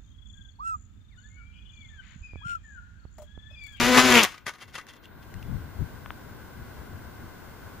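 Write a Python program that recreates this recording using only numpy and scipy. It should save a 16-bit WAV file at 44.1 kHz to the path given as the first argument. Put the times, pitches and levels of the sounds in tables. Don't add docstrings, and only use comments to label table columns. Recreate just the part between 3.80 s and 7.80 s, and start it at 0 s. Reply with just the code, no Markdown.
import sys
import numpy as np
from scipy import signal
from scipy.fft import rfft, irfft, next_fast_len
from scipy.io import wavfile
from scipy.ndimage import map_coordinates

SR = 44100
rng = np.random.default_rng(int(sys.argv[2]) if len(sys.argv) > 2 else 0)


def unload_wav(signal):
    wavfile.write(
        sys.argv[1],
        SR,
        np.round(np.clip(np.atleast_2d(signal).T, -1, 1) * 32767).astype(np.int16),
    )


N = 176400
T = np.arange(N) / SR


def amp(db):
    return 10 ** (np.asarray(db) / 20)


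def along(points, hz):
    f, v = np.transpose(points)
    return np.interp(np.log(hz + 1), np.log(f + 1), v)


def curves(rows):
    times, *columns = np.transpose(rows)
    return [np.interp(T, times, column) for column in columns]


def wobble(rate, n=N):
    return map_coordinates(rng.standard_normal(4096), [T[:n] * rate], mode="wrap")


def bell(x, centre, width):
    return np.exp(-((x - centre) / width) ** 2 / 2)


def filtered(x, response):
    size = next_fast_len(N + SR // 2)
    return irfft(rfft(x, size) * response(np.fft.rfftfreq(size, 1 / SR)), size)[..., :N]


def noise(colour_db, alike, gate=1):
    def gains(hz):
        spread = np.arccos(np.clip(along(alike, hz), -1, 1)) / 2
        return amp(colour_db(hz)) * np.array([np.ones_like(hz), np.tan(np.minimum(spread, 1))])
    mid, side = filtered(rng.standard_normal((2, N)) * gate, gains)
    return np.array([mid + side, mid - side]) / mid.std()


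def lean(x, side):
    def gains(hz):
        left = amp(along(side, hz))
        return 2 * np.array([left, np.ones_like(left)]) / (1 + left)
    return filtered(x, gains)


def snaps(rows, cycles, grit):
    out, t = np.zeros((2, N)), T[:1500]
    for start, db, hz in rows:
        fade = np.exp(-t * hz / cycles) * (1 - np.exp(-t * hz * 8))
        swing = grit * rng.standard_normal((2, len(t))) - np.sin(2 * np.pi * hz * t)
        out[:, round(start * SR):][:, :len(t)] += amp(db) * fade * swing
    return out


# t/s, level/dB, hiss level/dB
FIELD_LEVELS = [(0, 10.5, -15), (.65, -13, -19), (1.15, -7.5, -22.5), (1.45, -2, -3.5), (1.75, 0.5, -1),
                (4, 1, 0.5)]
# f/Hz, level/dB
AIR_TONE = [(120, -18.5), (200, -2), (291, -2), (561, -9), (890, -9.5), (1040, -6), (1270, -13),
            (1540, -4.5), (1810, -17.5), (2090, -13.5), (2240, -20), (3760, -25), (5080, -27),
            (10300, -30.5), (14000, -32.5)]
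# f/Hz, likeness
AIR_ALIKE = [(60, 0.49), (180, 0.48), (550, 0.16), (1650, 0.71), (4970, -0.32), (15000, 0.62)]
# t/s, level/dB
BREEZE_LEVELS = [(2.15, -.5), (2.55, -2), (2.8, 1), (3.3, 0), (3.55, -1)]
# f/Hz, level/dB
BREEZE_TONE = [(20, -8), (59, 0.5), (80, 3.5), (233, -8), (400, -27.5), (520, -43.5), (880, -120)]
# f/Hz, left over right/dB
FIELD_SIDE = [(60, 6), (180, 3), (1650, 2.5), (4970, 1.0), (15000, -1)]

def field(hiss_from_hz=4500, hum_hz=1500, hum_width_hz=81, whine_hz=14835):
    level_db, hiss_db = curves(FIELD_LEVELS)
    breeze_db, = curves(BREEZE_LEVELS)
    bass_cut = [(80, -20.5), (220, -1)]
    air = noise(lambda hz: along(AIR_TONE, hz) + along(bass_cut, hz), AIR_ALIKE)
    air *= amp(-50.5 + 0.33 * wobble(9))
    hiss = filtered(air, lambda hz: hz > hiss_from_hz)
    far_hum = noise(lambda hz: -20 * np.log10(1 + ((hz - hum_hz) / hum_width_hz) ** 2), [(1000, 1)])
    far_hum *= amp(-63.5 + wobble(11))
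    breeze = noise(lambda hz: along(BREEZE_TONE, hz), alike=[(50, .1), (250, .74)])
    breeze *= amp(-48 + breeze_db + 2.3 * wobble(14))
    whine = amp(-66) * np.sqrt(2) * np.sin(2 * np.pi * whine_hz * T)
    background = amp(level_db) * (air - hiss + far_hum + breeze + whine)
    return lean(background + amp(hiss_db) * hiss, FIELD_SIDE)


# t/s, length/s, start f/Hz, middle f/Hz, end f/Hz, level/dB
BIRD_NOTES = [(1.32, .045, 3620, 3840, 4050, -68.5), (1.38, .06, 3700, 3530, 3550, -68),
              (1.495, .06, 3130, 2980, 2720, -62.5), (1.55, .06, 2730, 2930, 3230, -62.5),
              (1.62, .09, 3380, 3430, 3400, -65)]

def bird(flutter_db=4.5):
    out = np.zeros(N)
    for start, length, *pitches, db in BIRD_NOTES:
        n = int(length * SR)
        progress = np.linspace(0, 1, n)
        glide_hz = np.polyval(np.polyfit([0, .5, 1], pitches, 2), progress)
        hz = glide_hz * (1 + 0.014 * wobble(240, n))
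        swell = amp(db + flutter_db * wobble(68, n)) * np.abs(np.sin(np.pi * progress)) ** .5
        out[round(start * SR):][:n] += swell * np.sin(2 * np.pi * np.cumsum(hz) / SR)
    return out


# t/s, level/dB, half width/s
GUSTS = [(1.57, -41, 0.024), (1.706, -33, 0.039), (1.775, -38, 0.03), (1.98, -45.5, 0.035),
         (2.017, -27, 0.015), (2.15, -52, 0.14)]
# f/Hz, level/dB
GUST_TONE = [(20, -12), (50, -3), (100, 0), (170, -6.5), (300, -20.5), (600, -35), (2000, -54),
             (8000, -100)]

def gusts(left_db=13):
    strength = sum(amp(db) * bell(T, time, width) for time, db, width in GUSTS)
    rumble = noise(lambda hz: along(GUST_TONE, hz), alike=[(50, .089), (200, .71)])
    return lean(strength * rumble, [(100, left_db)])


# t/s, level/dB, f/Hz
CLICKS = [(2.2607, -23.5, 1150), (2.3055, -18.5, 1260)]
# f/Hz, level/dB
CLICK_TONE = [(300, -9), (900, 1.5), (2000, 3.5), (3500, 13.5), (4500, -13), (7000, -12)]

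def clicks():
    return filtered(snaps(CLICKS, cycles=.66, grit=.12), lambda hz: amp(along(CLICK_TONE, hz)))


# f/Hz, time to fade 60 dB/s
ECHO_FADE = [(200, 0.23), (2000, 0.39), (10000, 0.29)]

def echo(x):
    hz, t, bands = signal.stft(rng.standard_normal((2, SR // 2)), SR, nperseg=256)
    fade = amp(-60 * t / along(ECHO_FADE, hz)[:, None])
    tail = signal.istft(bands * fade, SR, nperseg=256)[1]
    tail += 2 * tail.mean(axis=0)
    return signal.fftconvolve(x, tail / np.linalg.norm(tail[0]), axes=1)[:, :N]


# t/s, level/dB, f/Hz
TICKS = [(1.068, -32, 1750), (1.256, -32.5, 3000), (1.541, -28.5, 1900), (1.628, -31, 2700)]
# f/Hz, level/dB
TICK_TONE = [(500, -14), (1500, -9.5), (3500, -2.5), (6000, -3), (14000, -10)]

def ticks():
    return filtered(snaps(TICKS, cycles=2.7, grit=.37), lambda hz: amp(along(TICK_TONE, hz)))


# t/s, level/dB, rise/s, time to fade 60 dB/s, rings around f/Hz
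BOUNCES = [(.522, -44.5, 0.0064, 0.056, 1600), (.544, -44.5, 0.0032, 0.084, 1600),
           (0.58, -47, 0.0028, .049, 1380), (.667, -27.5, 0.0029, 0.063, 1510),
           (.679, -30, 0.0015, 0.088, 1930), (.692, -36, .004, .075, 1400),
           (.738, -46.5, .005, 0.086, 1500), (0.755, -48.5, .0046, 0.037, 1400),
           (.786, -53.5, 0.0034, 0.054, 1800), (.826, -42, 0.015, 0.084, 2350),
           (.882, -53.5, 0.0056, .22, 2800), (.943, -41.5, 0.0061, 0.075, 2300),
           (.954, -36.5, 0.0041, .13, 3000), (.982, -39, .003, 0.12, 1620),
           (1.089, -44.5, 0.0086, 0.12, 2880), (1.136, -53, .003, 0.13, 2800),
           (1.164, -52, 0.0022, 0.061, 3500), (1.242, -54, .01, 0.13, 3400),
           (1.429, -53.5, .004, 0.06, 3400)]
# f/Hz, level/dB, time to fade 60 dB/s
FRAME_NOTES = [(770, -6.5, 0.11), (1148, -6.5, 0.075), (1243, -1.5, 0.086), (1500, 0.5, .04),
               (1640, -0.5, 0.032), (1830, -2.5, 0.046), (1982, 0.5, 0.049), (2167, -4.5, 0.05),
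               (2730, -3, 0.042), (3160, -3, 0.043), (3416, -6, 0.06)]
# f/Hz, level/dB
SCUFF_TONE = [(88, -49), (150, -32), (649, -15), (950, -12.5), (1230, -13.5), (1980, -9.5), (2600, -12.5),
              (6550, -17), (8250, -27.5), (10200, -22), (15000, -37)]
# f/Hz, likeness
DRONE_ALIKE = [(200, 0.63), (2000, 0.81), (4500, 0.5), (8000, .3), (14000, .3)]

def tumble(grain_db=3, spread_octaves=.63, detune=.0075, ring_growth=.07):
    grains = amp(grain_db * wobble(900))
    grains /= np.sqrt(np.mean(grains ** 2))
    power, frame, t = np.zeros(N), np.zeros(N), T[:SR // 5]
    hardest_db = max(row[1] for row in BOUNCES)
    for time, db, rise, fade_s, centre_hz in BOUNCES:
        span = slice(round(time * SR) - SR // 10, round(time * SR) + SR // 4)
        age = T[span] - time
        force = amp(db - 60 * np.maximum(age, 0) / fade_s) * np.exp(np.minimum(age, 0) / rise)
        power[span] += force ** 2
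        ring = np.zeros(len(t))
        for hz, level, ring_s in FRAME_NOTES:
            share = bell(np.log2(hz), np.log2(centre_hz), spread_octaves)
            note = np.sin(2 * np.pi * hz * (1 + detune * rng.normal()) * t)
            ring += share * amp(level - 60 * t / ring_s) * note
        hardness = amp(ring_growth * (db - hardest_db))
        contacts = hardness * force * grains[span] * rng.standard_normal(len(force))
        frame[span] += signal.fftconvolve(contacts, ring / np.linalg.norm(ring))[:len(force)]
    scuff = np.sqrt(power) * noise(lambda hz: along(SCUFF_TONE, hz), DRONE_ALIKE, grains)
    return amp(-3.7) * scuff + amp(.3) * frame


# t/s, level/dB, f/Hz
STRIKES = [(.4322, -2.5, 5300), (.4362, -1, 6550), (.4427, -5.5, 3394), (.4497, -12, 1950)]
# f/Hz, level/dB
DIG_TONE = [(100, -21.5), (300, -7.5), (420, 1.5), (600, -5), (1100, -2), (1210, 3), (1400, -10.5),
            (1900, -6.5), (4000, -22), (12000, -46)]
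# f/Hz, level/dB
SCRAPE_TONE = [(300, -38.5), (1500, -22), (2150, 3.5), (2900, 3.5), (3500, 0.5), (4300, -27), (12000, -39)]

def blades_on_turf(puffs):
    dig = bell(T, .182, width=.019) * noise(lambda hz: along(DIG_TONE, hz), DRONE_ALIKE, puffs)
    scrape = bell(T, .383, width=.037) * noise(lambda hz: along(SCRAPE_TONE, hz), DRONE_ALIKE, puffs)
    return amp(-20.5) * dig + amp(-19) * scrape + snaps(STRIKES, cycles=1.57, grit=.52)


# multiple of the spin rate, level/dB
HUM_NOTES = [(1, -25.5), (2, -2.5), (3, -11.5), (4, -6.5), (5, -15.5), (6, -11.5), (8, -19), (10, -23.5),
             (12, -23), (14, -24)]
# t/s, octave boost/dB, odd-note boost/dB
HUM_COLOUR = [(0, -13, 3), (.1, 2, -1.5), (.15, 3, -9.5), (.23, -7.5, 1), (.31, -7.5, 6.5), (.37, 8.5, -4),
              (.41, 1.5, 3)]

def rotor_hum(angle, swing_db=1.07, flex_rad=.5):
    n = len(angle)
    octave_db, odd_db = curves(HUM_COLOUR)
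    hum = np.zeros(n)
    for k, db in HUM_NOTES:
        colour_db = octave_db[:n] * (k == 4) + odd_db[:n] * (k % 2)
        flex = flex_rad * min(k / 10, 1) * wobble(75, n)
        waver_db = swing_db * min(k / 4, 2) * wobble(12.8, n)
        hum += amp(db + colour_db + waver_db) * np.sin(k * angle + flex + rng.uniform(0, 2 * np.pi))
    return hum


# f/Hz, level/dB
BUZZ_TONE = [(300, -40), (700, -0.5), (1150, 2.5), (1900, 2.5), (4000, -8), (7000, -14), (12000, -50)]

def rotor_buzz(angle, spin_hz, odd_cut_db=8, smear_rad=.3):
    n = len(angle)
    buzz = np.zeros(n)
    for k in range(7, 70):
        db = along(BUZZ_TONE, k * spin_hz) - odd_cut_db * (k % 2) + 2 * wobble(32.9, n)
        buzz += amp(db) * np.sin(k * angle + rng.normal(0, 1.2) + smear_rad * wobble(12, n))
    return buzz


# t/s, f/Hz
BLADE_RATE = [(0, 236.4), (.1, 250.6), (.16, 251.3), (.24, 256.2), (.32, 245.5), (.38, 234.2), (.41, 219.2),
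              (.45, 183.9)]
# t/s, hum level/dB, buzz and rasp level/dB
PROPELLER_LEVELS = [(0, -25, -23.5), (.026, -26.5, -23), (.11, -20, -24.5), (.15, -20, -20.5),
                    (.186, -17.5, -15), (.23, -20.5, -21.5), (.3, -20, -19), (.382, -19, -17.5),
                    (.406, -25, -21.5), (.442, -31.5, -23.5), (.47, -76.5, -27)]
# speed as a multiple of the lead rotor's, level/dB
ROTORS = [(1, -1.5), (.935, -16), (1.045, -13.5)]
# f/Hz, level/dB
RASP_HIGH = [(1150, -2.5), (1600, -4), (2200, -3), (3100, -4.5), (4200, -8.5), (5500, -9.5), (7000, -9),
             (8200, -22.5), (10200, -14), (12000, -23.5), (13500, -16.5), (15000, -30)]
# f/Hz, level/dB
RASP_LOW = [(25, -14), (60, -7), (150, -6.5), (300, -14), (450, -3), (800, -11), (1150, -4)]

def propellers(jitter=.0029, sharpness=2.5, uneven=.11, rough_db=2, stall_s=.446, stall_db_per_s=411.5):
    blade_hz, = curves(BLADE_RATE)
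    spin_hz = blade_hz / 2
    hum_db, rasp_db = curves(PROPELLER_LEVELS)
    n = SR * 3 // 4
    hum, buzz, pulses = np.zeros((3, N))
    for ratio, db in ROTORS:
        angle = 2 * np.pi * np.cumsum(ratio * spin_hz * (1 + jitter * wobble(70.5))) / SR
        hum[:n] += amp(db) * rotor_hum(angle[:n])
        buzz[:n] += amp(.8 * db) * rotor_buzz(angle[:n], spin_hz[0])
        blade_pass = np.exp(sharpness * (np.cos(2 * angle) - 1))
        pulses += amp(db / 2) * blade_pass * (1 + uneven * np.cos(angle))
    buzz /= buzz[:n].std()
    puffs = (1 + pulses) * amp(rough_db * wobble(400))
    rasp = noise(lambda hz: along(RASP_HIGH, hz) + along(RASP_LOW, hz), DRONE_ALIKE, puffs)
    whirr = amp(hum_db) * np.sqrt(2) * hum + amp(rasp_db) * (amp(-1.3) * buzz + amp(-3.8) * rasp)
    stall = amp(-stall_db_per_s * np.maximum(T - stall_s, 0))
    return whirr * stall + blades_on_turf(puffs)


# f/Hz, left over right/dB
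DRONE_SIDE = [(60, -6.5), (110, 4), (200, 6.5), (380, 6.0), (700, 6), (1290, 4.5), (2380, 5), (4400, 0),
              (8120, 1.5), (15000, -5.5)]

def scene():
    drone = propellers() + tumble() + ticks()
    foreground = lean(drone + amp(-19) * echo(drone) + clicks(), DRONE_SIDE)
    return field() + amp(-2) * bird() + gusts() + foreground


def record(dry, ceiling=.9, top_hz=15300):
    soft = dry / (1 + np.abs(dry / ceiling) ** 6) ** (1 / 6)
    return filtered(soft, lambda hz: hz < top_hz)


dry = scene()
out = record(dry)
unload_wav(out)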